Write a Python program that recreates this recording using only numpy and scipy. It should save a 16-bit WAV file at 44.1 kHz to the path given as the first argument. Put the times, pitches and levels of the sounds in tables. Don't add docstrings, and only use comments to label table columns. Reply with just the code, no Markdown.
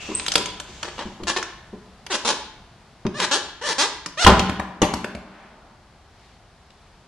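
import sys
import numpy as np
from scipy import signal
from scipy.fft import rfft, irfft
from scipy.io import wavfile

SR = 44100
rng = np.random.default_rng(int(sys.argv[2]) if len(sys.argv) > 2 else 0)


def store_wav(level_fs):
    pcm = np.round(np.clip(np.atleast_2d(level_fs), -1, 1) * 32767)
    wavfile.write(sys.argv[1], SR, pcm.T.astype(np.int16))


N = 312072
TIME = np.arange(N) / SR


def from_db(db):
    return 10 ** (np.asarray(db) / 20)


def at_hz(points, hz):
    points = np.array(points)
    return np.interp(np.log(np.maximum(hz, 1)), np.log(points[:, 0]), points[:, 1])


def unit(x):
    return x / np.sqrt(np.mean(np.sum(x ** 2, axis=-1)) + 1e-20)


def through(x, response):
    return signal.fftconvolve(np.atleast_2d(x), np.atleast_2d(response), axes=-1)[:, :x.shape[-1]]


def body(colour, size=4096):
    log_gain = np.log(from_db(at_hz(colour, np.fft.rfftfreq(size, 1 / SR))))
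    cepstrum = irfft(log_gain)
    cepstrum[1:size // 2] *= 2
    cepstrum[size // 2 + 1:] = 0
    return unit(irfft(np.exp(rfft(cepstrum))))


def shelf(x, db, hz, kind):
    return x + (from_db(db) - 1) * signal.sosfilt(signal.butter(1, hz, kind, fs=SR, output="sos"), x)


def ring(x, hz, ring_s):
    decay, angle = from_db(-60 / (ring_s * SR)), 2 * np.pi * hz / SR
    return signal.lfilter([0, np.sin(angle)], [1, -2 * decay * np.cos(angle), decay ** 2], x + 1e-18)


def add(out, start_s, sound):
    at = int(start_s * SR)
    out[..., at:at + sound.shape[-1]] += sound[..., :N - at]


def flatten(x):
    return irfft(np.exp(1j * np.angle(rfft(x))))


# (frequency [Hz], difference compared with the shared part [dB])
STEREO_WIDTH = [(100, -21.5), (340, -17), (700, -14), (1200, -12.5), (2000, -9.5), (3500, -5.5), (6000, -1),
                (11000, -1)]
def diffuse(size):
    shared, difference = rfft(rng.standard_normal((2, size)))
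    width = from_db(at_hz(STEREO_WIDTH, np.fft.rfftfreq(size, 1 / SR)))
    return irfft((shared + width * difference * [[1], [-1]]) / np.sqrt(1 + width ** 2), size)


def scatter(x, ring_s, split_hz, size=2048):
    fade = from_db(-60 * np.arange(size) / SR / ring_s)
    paths = unit(flatten(diffuse(size) * fade) * np.minimum(1, 20 * fade))
    low, high = [signal.butter(2, split_hz, kind, fs=SR, output="sos") for kind in ("low", "high")]
    return signal.sosfilt(low, x) + signal.sosfilt(high, through(x, paths))


def contact(length_s, size=8192):
    age = np.arange(size) / SR / length_s
    fade, swell = np.exp(-np.pi * age), 1 - np.exp(-age / .15)
    crunch = flatten(rng.standard_normal(size) * fade)
    return unit(crunch * swell * np.minimum(1, 10 * fade)) * np.sqrt(np.sum(fade ** 2))


# (frequency [Hz], relative level [dB])
AIR_COLOUR = [(15, -36), (25, -5), (70, -1), (93, -5), (120, -6), (221, -10), (309, -18), (342, -13),
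              (543, -16.5), (702, -12), (2530, -24), (4570, -25), (11500, -41), (15000, -84.5),
              (22000, -120)]
# (time [s], level [dB])
AIR_LEVELS = [(0, -43.5), (1.9, -49), (5.3, -52.5), (7.08, -51.5)]
def air():
    return through(diffuse(N), body(AIR_COLOUR)) * from_db(np.interp(TIME, *np.transpose(AIR_LEVELS)))


# (time [s], length [s], level [dB])
HANDLE_TURNS = [(0, .27, -40), (0.67, 0.34, -47)]
# (frequency [Hz], relative level [dB])
RUB_COLOUR = [(300, -2.5), (1000, -6.5), (2000, -2), (3400, 1.5), (4200, -3.5), (5800, -3), (6400, -1),
              (7500, -5), (10000, -26)]
def handle(rise_s=0.014, fall_s=0.12, squeal_db=-37, fade_db_per_s=56):
    turning = 0
    for start_s, length_s, db in HANDLE_TURNS:
        rise = np.clip((TIME - start_s) / rise_s, 0, 1)
        fall = np.exp(-np.maximum(TIME - start_s - length_s, 0) / fall_s)
        turning += from_db(db) * rise * fall
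    rub = through(diffuse(N), body(RUB_COLOUR))
    squeal = unit(ring(diffuse(N), hz=2670, ring_s=.02)) * np.sqrt(N)
    return rub * turning + squeal * from_db(squeal_db - fade_db_per_s * TIME)


# (pitch [Hz], level [dB], ring time [s])
WOOD_NOTES = [(136.8, -9.5, 0.14), (185, -11.5, 0.22), (210, -24.5, .12), (298, -5.5, 0.16),
              (429.5, -16.5, 0.54), (482, -14.5, 0.14), (566, -10.5, 0.13), (583, -8, 0.15),
              (788, -9.5, .2), (1000, -25.5, 0.059), (981, -14, 0.25), (1004, -14, 0.48),
              (1400, -12.5, 0.072), (2600, -23.5, .12)]
def wood_ring(force, ring_db):
    notes = ((-1) ** k * from_db(db) * ring(force, hz, ring_s)
             for k, (hz, db, ring_s) in enumerate(WOOD_NOTES))
    return from_db(ring_db) * sum(notes)


# (time [s], relative level [dB], treble boost [dB])
PUSHES = [(.084, -24, 13), (0.11, -26.5, 15.5), (.39, -17.5, 10), (0.682, -30, -2), (1.049, -18.5, -9),
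          (1.196, -30.5, 14), (1.222, -15.5, -16), (1.7271, -15.5, -14), (3.051, -3.5, -5.5),
          (5.705, -39, -7)]
# (frequency [Hz], relative level [dB])
PUSH_COLOUR = [(35, -63.5), (60, -17.5), (230, 5.5), (442, -8), (722, -21.5), (1000, -12), (1900, -45.5),
               (2160, -33.5), (3000, -42.5), (3900, -55.5), (6600, -120)]
def thumps():
    force = np.zeros(N)
    for start_s, db, treble_db in PUSHES:
        add(force, start_s, from_db(db - 8.5) * shelf(contact(length_s=0.038), treble_db, 500, "high"))
    thud = through(force, body(PUSH_COLOUR))
    return thud + wood_ring(thud, ring_db=-42)


# (middle time [s], pitch [Hz], level [dB], half length [s])
SHAFT_SQUEAKS = [(0.152, 8140, -13, 0.0023), (0.1572, 8330, -12.5, 0.0013), (.176, 8150, -30, 0.02)]
def squeaks():
    return sum(from_db(db) * np.exp(-((TIME - middle_s) / half_s) ** 2) * np.sin(2 * np.pi * hz * TIME)
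               for middle_s, hz, db, half_s in SHAFT_SQUEAKS)


# (time [s], level [dB], treble boost [dB])
CLICKS_AND_CRACKS = [(0.196, -14.5, -5), (0.2625, -19.5, 12), (0.281, -14.5, 10), (0.3177, -22.5, 19.5),
                     (0.3366, -22, 14), (0.3546, 0, 5), (.378, -19, 12), (0.4568, -32, 21.5),
                     (.485, -28.5, -10), (0.599, -21, 7), (0.8286, -15.5, 1.5), (1.234, -31.5, 10.5),
                     (1.4263, -13, -30), (2.064, -24, 4.5), (3.065, -22, -9), (3.2, -12.5, 4.5),
                     (4.06, -13, -1), (4.246, -2, -3), (4.265, 1.5, -6), (4.393, -7, -9), (4.8175, -18, 18),
                     (6.703, -42, -5)]
# (frequency [Hz], relative level [dB])
CLICK_AND_CRACK_COLOUR = [(120, -46), (200, -20), (1050, -6), (1310, -4.5), (2540, -8), (3120, -4.5),
                          (3390, -7), (5640, -11.5), (6460, -12), (11500, -29.5), (15000, -71),
                          (22000, -120)]
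def clicks_and_cracks():
    force = np.zeros((2, N))
    for start_s, db, treble_db in CLICKS_AND_CRACKS:
        jolt = shelf(contact(length_s=0.005), treble_db, 6800, "high")
        add(force, start_s, from_db(db) * scatter(jolt, ring_s=0.027, split_hz=750))
    return through(force, body(CLICK_AND_CRACK_COLOUR)) + wood_ring(force, ring_db=-37)


# (time [s], level [dB])
HARD_SHOVES = [(.356, -24.5), (1.05, -20), (1.222, -17), (3.053, -19), (4.247, 2.5), (4.285, -3),
               (4.395, -21), (4.8162, -17)]
# (pitch [Hz], level [dB], ring time [s])
BENDING_NOTES = [(33.6, -19, .3), (68, -17, .25)]
def booms():
    out, click = np.zeros(N), signal.unit_impulse(SR)
    boom = sum(from_db(db) * ring(click, hz, ring_s) for hz, db, ring_s in BENDING_NOTES)
    for start_s, db in HARD_SHOVES:
        add(out, start_s, from_db(db) * boom)
    return out


def slips(rate_hz, rough, jitter=.2, uneven_db=6.0):
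    size = len(rate_hz)
    samples = np.arange(size)
    wander = np.interp(samples, samples[::64], rng.standard_normal(len(samples[::64])))
    cycles = np.cumsum(rate_hz * np.exp(jitter * rough * wander)) / SR
    at = np.flatnonzero(np.diff(np.floor(cycles)))
    late = (np.ceil(cycles[at]) - cycles[at]) / (cycles[at + 1] - cycles[at])
    spread = np.log(from_db(uneven_db * rough[at]))
    chance = np.clip(rng.standard_normal(size)[:len(at)], -2, 2)
    force = np.sqrt(SR / rate_hz[at]) * np.exp(spread * chance - spread ** 2)
    kicks = np.zeros(size)
    kicks[at], kicks[at + 1] = force * (1 - late), force * late
    return kicks


def stroke(length_s, db, swell_db, first_hz, middle_hz, last_hz, rough, treble_db, size=12288):
    t = np.arange(size) / SR
    along = 2 * np.minimum(t / length_s, 1) - 1
    glide = np.polyfit([-1, 0, 1], np.log([first_hz, middle_hz, last_hz]), 2)
    rate_hz = np.exp(np.polyval(glide, along))
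    octaves_slower = np.log2(middle_hz / rate_hz)
    effort_db = swell_db * along - 1.5 * along ** 2 + 3 * octaves_slower
    treble_db = treble_db + 0.78 * effort_db - 5.5 * along ** 2
    rough = np.clip(rough * from_db(5.5 * along + 3.5 * octaves_slower), 0, 1)
    rise_s, fall_s = 0.0011 * (first_hz / 313) ** 3.44, 0.0078
    fade = np.minimum(t / rise_s, 1) * np.exp(-np.maximum(t - length_s, 0) / fall_s)
    scrape = slips(rate_hz, rough) + .5 * rough * rng.standard_normal(size)
    force = shelf(from_db(db + effort_db) * fade * scrape, treble_db, 2200, "high")
    shares = [np.sqrt(np.interp(along, [-1, 0, 1], spot)) for spot in np.eye(3)]
    return sum(scatter(force * share, ring_s=0.026, split_hz=1610) for share in shares)


# (time [s], length [s], level [dB], swell [dB], first slip rate [Hz],
# middle slip rate [Hz], last slip rate [Hz], roughness [0 = smooth], treble boost [dB])
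EDGE_STROKES = [(0.824, 0.066, -34.5, 2, 335.3, 317.8, 312, 1.04, -7),
                (.977, 0.05, -27.5, 1.5, 199, 277.5, 378.5, 1.17, -27),
                (1.268, .042, -22.5, 0.5, 382.6, 325.4, 299.6, 0.7, 4.5),
                (1.361, .026, -21.5, -1, 355, 382.7, 418, 0.51, -2),
                (2.097, .06, -23.5, 4, 451, 319.6, 266, 0.56, 3),
                (2.245, 0.086, -23.5, 0, 222.2, 268.8, 426.6, 0.72, 4.5),
                (3.137, 0.11, -28.5, 7.5, 520.4, 579, 273, 0.3, -2),
                (3.309, .075, -21.5, -1, 272.2, 333, 615, .27, 6),
                (3.611, 0.11, -27.5, 4.5, 403.3, 598.3, 317.4, 0.4, 2.5),
                (3.779, 0.081, -23, -1, 262.5, 322.4, 479.6, 0.25, 8),
                (4.17, .075, -20.5, 6, 537, 717, 641.5, .16, -1),
                (4.265, .035, -12, -5.5, 305.8, 400, 349, 1, -10)]
# (frequency [Hz], relative level [dB])
EDGE_COLOUR = [(88, -53.5), (150, -11.5), (327, -5), (471, -4), (525, -6), (728, -9.5), (873, -1.5),
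               (1530, -8.5), (1710, -3), (2200, -11), (3170, -5), (5770, -9), (6320, -9.5), (10500, -22.5),
               (11500, -42.5), (15000, -76.5), (22000, -120)]
def creaks():
    out = np.zeros((2, N))
    for start_s, *shape in EDGE_STROKES:
        add(out, start_s, stroke(*shape))
    return through(out, body(EDGE_COLOUR))


# (time [s], level [dB], bass boost [dB], treble boost [dB],
# contact length [s], note pitch [Hz], note level [dB])
DOOR_BLOWS = [(3.05, -23, -7, -24, 0.015, 212, -16), (4.2627, 1, -6, -5.5, 0.05, 1020, 3),
              (4.275, -10.5, -11, -7, 0.027, 805, -8), (4.292, -9, -2, -10, 0.036, 173, -18),
              (4.317, -9, 1, -7, 0.015, 566, -13), (4.8162, -5, -11, -15, 0.038, 476, -7),
              (4.8257, -15, -2, 4, 0.056, 313, -5)]
# (frequency [Hz], relative level [dB])
BLOW_COLOUR = [(24, -25.5), (40, -8.5), (69, 5.5), (103, -3), (182, 2.5), (260, 2), (329, -8), (595, -10),
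               (810, -3.5), (979, -8.5), (1160, -9), (2300, -17.5), (11500, -37.5), (15000, -73),
               (22000, -120)]
def bangs():
    force = np.zeros((2, N))
    for start_s, db, bass_db, treble_db, length_s, *_ in DOOR_BLOWS + rebounds():
        blow = shelf(contact(length_s), bass_db, 350, "low")
        blow = shelf(blow, treble_db, 3140, "high")
        add(force, start_s, from_db(db) * scatter(blow, ring_s=0.011, split_hz=1130))
    knock = through(force, body(BLOW_COLOUR))
    return knock + wood_ring(knock, ring_db=-48)


def bang_notes(delay_s=.002):
    out, click = np.zeros(N), signal.unit_impulse(SR)
    for start_s, *_, hz, db in DOOR_BLOWS:
        add(out, start_s + delay_s, from_db(db) * ring(click, hz, ring_s=0.051))
    return out


# (time [s], gap between bounces [s], level [dB], loss per bounce [dB])
DOOR_SHUDDERS = [(4.3926, .1016, -8.5, 1), (4.9367, .106, -8, 4)]
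def rebounds(count=3, bass_db=-8, treble_db=4.5, dulling_db=4, contact_s=0.01):
    return [(start_s + k * gap_s, db - k * loss_db, bass_db, treble_db - k * dulling_db, contact_s)
            for start_s, gap_s, db, loss_db in DOOR_SHUDDERS for k in range(count)]


# (middle time [s], half length [s], level [dB], top frequency [Hz])
BRUSHES = [(5.41, 0.14, -49.5, 2200), (6.256, .13, -58, 4670), (6.852, 0.22, -67, 5540)]
def swishes(bottom_hz=660):
    out = 0
    for middle_s, half_s, db, top_hz in BRUSHES:
        band = signal.butter(2, [bottom_hz, top_hz], "band", fs=SR, output="sos")
        brush = unit(signal.sosfilt(band, diffuse(N))) * np.sqrt(N)
        out += from_db(db) * np.exp(-((TIME - middle_s) / half_s) ** 2) * brush
    return out


def echoes(ring_times, build_s, size=65536, bands=14):
    t, hz = np.arange(size) / SR, np.fft.rfftfreq(size, 1 / SR)
    noise, centres = rfft(diffuse(size)), np.geomspace(60, 12000, bands)
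    build = 1 - np.exp(-(t / build_s) ** 2)
    out = 0
    for centre, share in zip(centres, np.eye(bands)):
        band = irfft(noise * at_hz(np.c_[centres, share], hz))
        fade = from_db(-60 * t / at_hz(ring_times, centre))
        out += band * unit(fade * build)
    return out


# (frequency [Hz], relative level [dB])
ROOM_COLOUR = [(60, -2.5), (200, -3.5), (600, -1), (1500, -4), (4000, -4), (10000, -5)]
# (frequency [Hz], ring time [s])
ROOM_RING = [(80, .5), (200, 0.78), (530, 0.44), (1400, 0.78), (3700, 0.67), (9700, 0.35)]
# (frequency [Hz], ring time [s])
GARAGE_RING = [(80, 1.4), (250, 4.4), (900, 7.1), (2300, 4.1), (5000, 6.3), (10000, .4)]
def scene():
    blows, squeak, notes = bangs(), squeaks(), booms() + bang_notes()
    near = creaks() + clicks_and_cracks() + thumps() + handle()
    to_room = from_db(-6.5) * near + from_db(-4.5) * blows + from_db(-6) * squeak + from_db(-11) * notes
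    room = through(through(to_room, body(ROOM_COLOUR)), echoes(ROOM_RING, build_s=0.0018))
    to_garage = from_db(-22) * shelf(blows, -13.5, 2000, "high")
    garage = through(to_garage, echoes(GARAGE_RING, build_s=0.077))
    mix = near + blows + squeak + notes + room + garage + air() + swishes()
    return mix * from_db([[.5], [-.5]])


def record(dry, top_hz=11750, cutoff_hz=16000):
    dulled = signal.sosfilt(signal.ellip(8, .2, 60, top_hz, fs=SR, output="sos"), dry)
    clipped = np.clip(dulled, -.98, .98)
    return signal.sosfilt(signal.ellip(10, .2, 70, cutoff_hz, fs=SR, output="sos"), clipped)


dry = scene()
out = record(dry)
store_wav(out)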